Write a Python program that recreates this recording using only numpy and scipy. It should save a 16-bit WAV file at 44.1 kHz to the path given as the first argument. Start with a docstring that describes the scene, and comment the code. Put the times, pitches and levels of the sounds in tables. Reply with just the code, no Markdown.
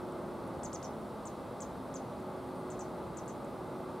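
"""A stony shore, where small wading birds give ten thin chirps: each is a whistle that shoots up
and slides down with a fast warble. A far bird adds two faint whistles, and the stones and the bank
scatter a short tail after each call. Behind them are a few tiny drips, a low rush of water and wind,
and the wavering drone of a distant engine."""
import sys
import numpy as np
from scipy import signal
from scipy.fft import rfft, irfft
from scipy.io import wavfile
from scipy.ndimage import uniform_filter1d

SR = 44100
rng = np.random.default_rng(int(sys.argv[2]) if len(sys.argv) > 2 else 0)


def int16_out(signal):
    """Quantize to a 16-bit WAV file."""
    q = np.round(np.clip(np.atleast_2d(signal).T, -1, 1) * 32767)
    wavfile.write(sys.argv[1], SR, q.astype(np.int16))


N = 176400

TOP_S, FLICK_S, SAG_START_S = .009, .0062, .0062  # timed from the start of a chirp
WARBLE_HZ, WARBLE_DEPTH_HZ, ROUGHNESS, ROUGH_HZ = 131, 560, .16, 900
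THROAT_WIDTH_HZ, OCTAVE_DB, RIGHT_LAG_S = 5300, -29, .00002
# Pitch curve of a chirp: (time [ms], share of the top pitch [ratio])
GLIDE = [(0, .29), (2, .38), (3.5, .63), (5.3, .87), (9, 1), (13, .98), (17, .93), (21, .85), (25, .815),
         (29, .8), (32, .73), (35, .64), (38, .53)]
# Volume curve of a chirp: (time [ms], gain [dB])
ENVELOPE = [(0, 8), (3, -4), (5.5, -1.5), (9, 0.5), (17, -6), (21, 0.5), (25, 2.5), (29, -5), (33, -1),
            (38, -14)]
def chirp(top_hz, sag_hz, throat_hz, db, flick_db, fade_db_per_s, crest_dip_db, pan_db):
    """One slightly rough, warbling whistle, favoured where it crosses the throat's resonance."""
    glide_ms, share = np.array(GLIDE).T
    t = np.arange(int(glide_ms[-1] * SR / 1000)) / SR
    t_ms, since_top = t * 1000, t - TOP_S
    warble = np.cos(2 * np.pi * WARBLE_HZ * since_top)
    sag = sag_hz * (t > SAG_START_S) * (1 - t / t[-1] / 2)  # steps in, then eases off
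    hz = (top_hz + WARBLE_DEPTH_HZ * warble) * np.interp(t_ms, glide_ms, share) - sag
    throat = 1 / (1 + ((hz - throat_hz ** 2 / hz) / THROAT_WIDTH_HZ) ** 2)
    flick = flick_db * np.clip(2 * (1 - t / FLICK_S), 0, 1)  # trims the upward attack
    contour = np.interp(t_ms, *np.array(ENVELOPE).T)
    fade = fade_db_per_s * np.maximum(since_top, 0)
    gain = undb(db + flick + contour - crest_dip_db * warble - fade)
    lowpass = signal.butter(2, ROUGH_HZ, fs=SR, output="sos")
    shimmer, jitter = ROUGHNESS * unit(signal.sosfilt(lowpass, rng.standard_normal((2, len(t)))))
    phase = turn(hz) + jitter - 2 * np.pi * hz * np.array([[0], [RIGHT_LAG_S]])
    tone = throat * np.sin(phase) + undb(OCTAVE_DB) * np.sin(2 * phase)
    return pan(pan_db) * gain * (1 + shimmer) * signal.windows.tukey(len(t), .1) * tone


# Chirp cues; the reverb send is higher when the bird faces away:
# (time of the top [s], top pitch before warble and sag [Hz], sag [Hz], throat resonance [Hz],
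#  base level [dB], flick gain [dB], fade [dB/s], dip at warble crests [dB], pan left [dB], send [dB])
CHIRPS = [(0.638, 8030, 0, 6950, -43, -3, 0, 1, 3, 0), (.7360, 8200, 302, 6430, -44, 3, -50, 3, 1.5, -1.5),
          (0.833, 7200, -250, 6400, -49, 6, -58, 2, 2, 4),
          (1.2588, 8200, 250, 7000, -46, -8, 140, -1, 3.5, 0),
          (1.6088, 7930, -150, 6900, -44.5, -10, 60, 3, 3, 1),
          (1.9456, 8100, 102, 6600, -49, -4, -90, 5.5, 3, 2),
          (2.706, 7970, 330, 7300, -48.5, -16, 360, 0, 4, 4.5),
          (2.7968, 7950, 498, 7040, -48, -4, 120, 0, 2.5, 4.5),
          (3.1742, 7700, 220, 7100, -46, -18, 260, 0, 4, 0),
          (3.2828, 7850, 400, 7200, -48, -18, 450, 0, 5, 5)]
# Whistles of the far bird: (time [s], length [s], centre pitch [Hz], level [dB])
WHISTLES = [(2.439, .06, 8950, -73), (2.538, 0.088, 8860, -69)]
def birds(whistle_fall_hz_per_s=1500, whistle_send_db=6):
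    """Near chirps and far, gently falling whistles, as a direct sound and a send to the stones."""
    direct, send = np.zeros((2, 2, N))
    for at, *voice, send_db in CHIRPS:
        call = chirp(*voice)
        add(direct, call, at - TOP_S)
        add(send, undb(send_db) * call, at - TOP_S)
    for at, length, hz, db in WHISTLES:
        t = np.arange(int(length * SR)) / SR
        pitch = hz - whistle_fall_hz_per_s * (t - length / 2)
        whistle = undb(db) * signal.windows.tukey(len(t), .5) * np.sin(turn(pitch))
        add(direct, whistle, at)
        add(send, undb(whistle_send_db) * whistle, at)
    return direct, send


def shore_reflections(send, t60_s, db, build_s=.009):
    """The shore scatters a call into a dense, dying tail, different at each ear."""
    t = np.arange(SR // 2) / SR
    envelope = np.exp(-np.log(1000) * t / t60_s) * np.minimum(t / build_s, 1) ** 2
    tail = rng.standard_normal((2, len(t))) * envelope
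    tail /= np.sqrt(np.sum(tail ** 2, axis=1, keepdims=True))
    return undb(db) * signal.fftconvolve(send, tail, axes=1)[:, :N]


# Drips among the stones: (time [s], band centre [Hz], attack level [dB])
DRIPS = [(.122, 8600, -62), (.476, 9500, -61), (1.012, 9600, -63), (2.2, 7500, -66), (3.259, 9600, -59),
         (3.446, 7500, -61), (3.672, 9240, -63)]
def drips(decay_s=.0045, half_width_hz=810):
    """Tiny bright splashes: bursts of narrow noise that die within milliseconds."""
    out, t = np.zeros(N), np.arange(SR // 20) / SR
    for at, hz, db in DRIPS:
        band = signal.butter(2, [hz - half_width_hz, hz + half_width_hz], "band", fs=SR, output="sos")
        splash = unit(signal.sosfilt(band, rng.standard_normal(len(t))))
        add(out, undb(db) * np.exp(-t / decay_s) * splash, at)
    return out


# EQ curves of the rush and the hiss, mid and side: (frequency [Hz], relative density [dB])
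RUSH_MID = [(25, -41), (35, -20.8), (55, -8.5), (85, -5), (120, -3.5), (170, -0.5), (235, -1.6), (295, -5),
            (420, -4), (600, -2), (670, -4), (735, -8.5), (850, -3), (990, -10), (1170, -8.5), (1500, -18),
            (1820, -27), (2030, -23.5), (2300, -30.5), (2800, -38.5)]
RUSH_SIDE = [(15, -53), (25, -25), (177, -3), (203, -1.5), (289, -2), (366, -3.5), (438, -4), (1170, -10),
             (1580, -20.5), (2170, -24), (2800, -35), (3640, -63), (6160, -120)]
HISS_MID = [(1410, -28), (2400, -7), (2500, -0.5), (2850, -4), (3490, -1), (4180, -2), (5320, -8),
            (6620, -11.5), (9190, -7.5), (15500, -18)]
HISS_SIDE = [(1410, -36), (2400, -12.5), (3960, -14.5), (4380, -21), (4840, -9.5), (5490, -31), (6170, -19),
             (8300, -8), (15500, -12.5)]
# Fader ride on the rush: (time [s], gain [dB])
SWELL = [(0, -0.1), (.6, 0.5), (.95, 0), (1.1, -1), (1.7, -.5), (2.2, -.5), (2.4, -0.1), (3.1, 0),
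         (4, -0.5)]
def water_and_wind():
    """A bed of water and wind: a low, gently swelling rush under a faint, wide hiss."""
    swell = undb(np.interp(np.arange(N) / SR, *np.array(SWELL).T))
    mid = swell * undb(-42.5) * noise(RUSH_MID) + undb(-64.5) * noise(HISS_MID)
    side = swell * undb(-57.5) * noise(RUSH_SIDE) + undb(-73) * noise(HISS_SIDE)
    return mid + side * np.array([[1], [-1]])


# The engine's strongest tone: (time [s], pitch [Hz], level [dB])
MAIN_TONE = [(0, 360, -45.5), (.3, 360, -47.5), (.75, 366.8, -56), (1, 368.7, -52), (1.3, 363.7, -59),
             (1.8, 365, -60), (2.25, 368.6, -50), (2.699, 366, -48), (3.0, 365, -51.5), (3.3, 366.6, -56),
             (3.7, 366, -48), (4, 370.3, -48.5)]
# Its weaker tones: (pitch [Hz], start level [dB], end level [dB])
WEAK_TONES = [(210.4, -54, -65.5), (261.6, -57, -54), (327.2, -56, -56.5)]
def engine(wander_hz=1.69, waver_db=2.6, pan_db=-1.5):
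    """A distant engine's low tones waver and fade on their long way through the air."""
    t = np.arange(N) / SR
    at, main_hz, main_db = np.array(MAIN_TONE).T
    tones = [(hz, np.linspace(start_db, end_db, N) + waver_db * drift(7))
             for hz, start_db, end_db in WEAK_TONES]
    tones.append((np.interp(t, at, main_hz), np.interp(t, at, main_db) + drift(7.04)))
    drone = sum(undb(db) * np.sin(turn(hz + wander_hz * drift(12))) for hz, db in tones)
    return np.sqrt(2) * drone * pan(pan_db)


def undb(db):
    """Decibels to gain."""
    return 10 ** (np.asarray(db) / 20)


def unit(x):
    """Scale to rms 1."""
    return x / np.sqrt(np.mean(x ** 2))


def add(out, x, start_s):
    """Mix a sound in at its cue."""
    i = max(int(start_s * SR), 0)
    out[..., i:i + x.shape[-1]] += x[..., :N - i]


def pan(db):
    """Left and right gains for a level difference; positive is left."""
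    return undb(np.array([[db], [-db]]) / 2)


def turn(hz):
    """Phase of a gliding tone."""
    return 2 * np.pi * np.cumsum(hz) / SR


def drift(rate_hz):
    """Slow, smooth random modulation of rms 1."""
    hold = int(SR / rate_hz)
    steps = np.repeat(rng.standard_normal(200), hold)[:N]
    return unit(uniform_filter1d(uniform_filter1d(steps, hold), hold))


def noise(eq_curve):
    """Noise of rms 1 shaped by an EQ curve, falling steeply beyond its ends."""
    hz, db = np.array(eq_curve).T
    f = np.maximum(np.fft.rfftfreq(N, 1 / SR), 1)
    rolloff = np.minimum(1, np.minimum(f / hz[0], hz[-1] / f)) ** 10
    gain = undb(np.interp(np.log(f), np.log(hz), db)) * rolloff
    return unit(irfft(rfft(rng.standard_normal(N)) * gain, N))


def scene():
    """Birds and their reflections up front, over drips, water, wind and engine."""
    direct, send = birds()
    stones = shore_reflections(send, t60_s=.15, db=-9.5)
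    bank = shore_reflections(send, t60_s=.35, db=-18)
    return direct + stones + bank + drips() + water_and_wind() + engine()


def record(dry):
    """A steep high cut at 15.7 kHz on the whole mix."""
    return signal.sosfilt(signal.ellip(12, .1, 80, 15700, fs=SR, output="sos"), dry)


dry = scene()
out = record(dry)
int16_out(out)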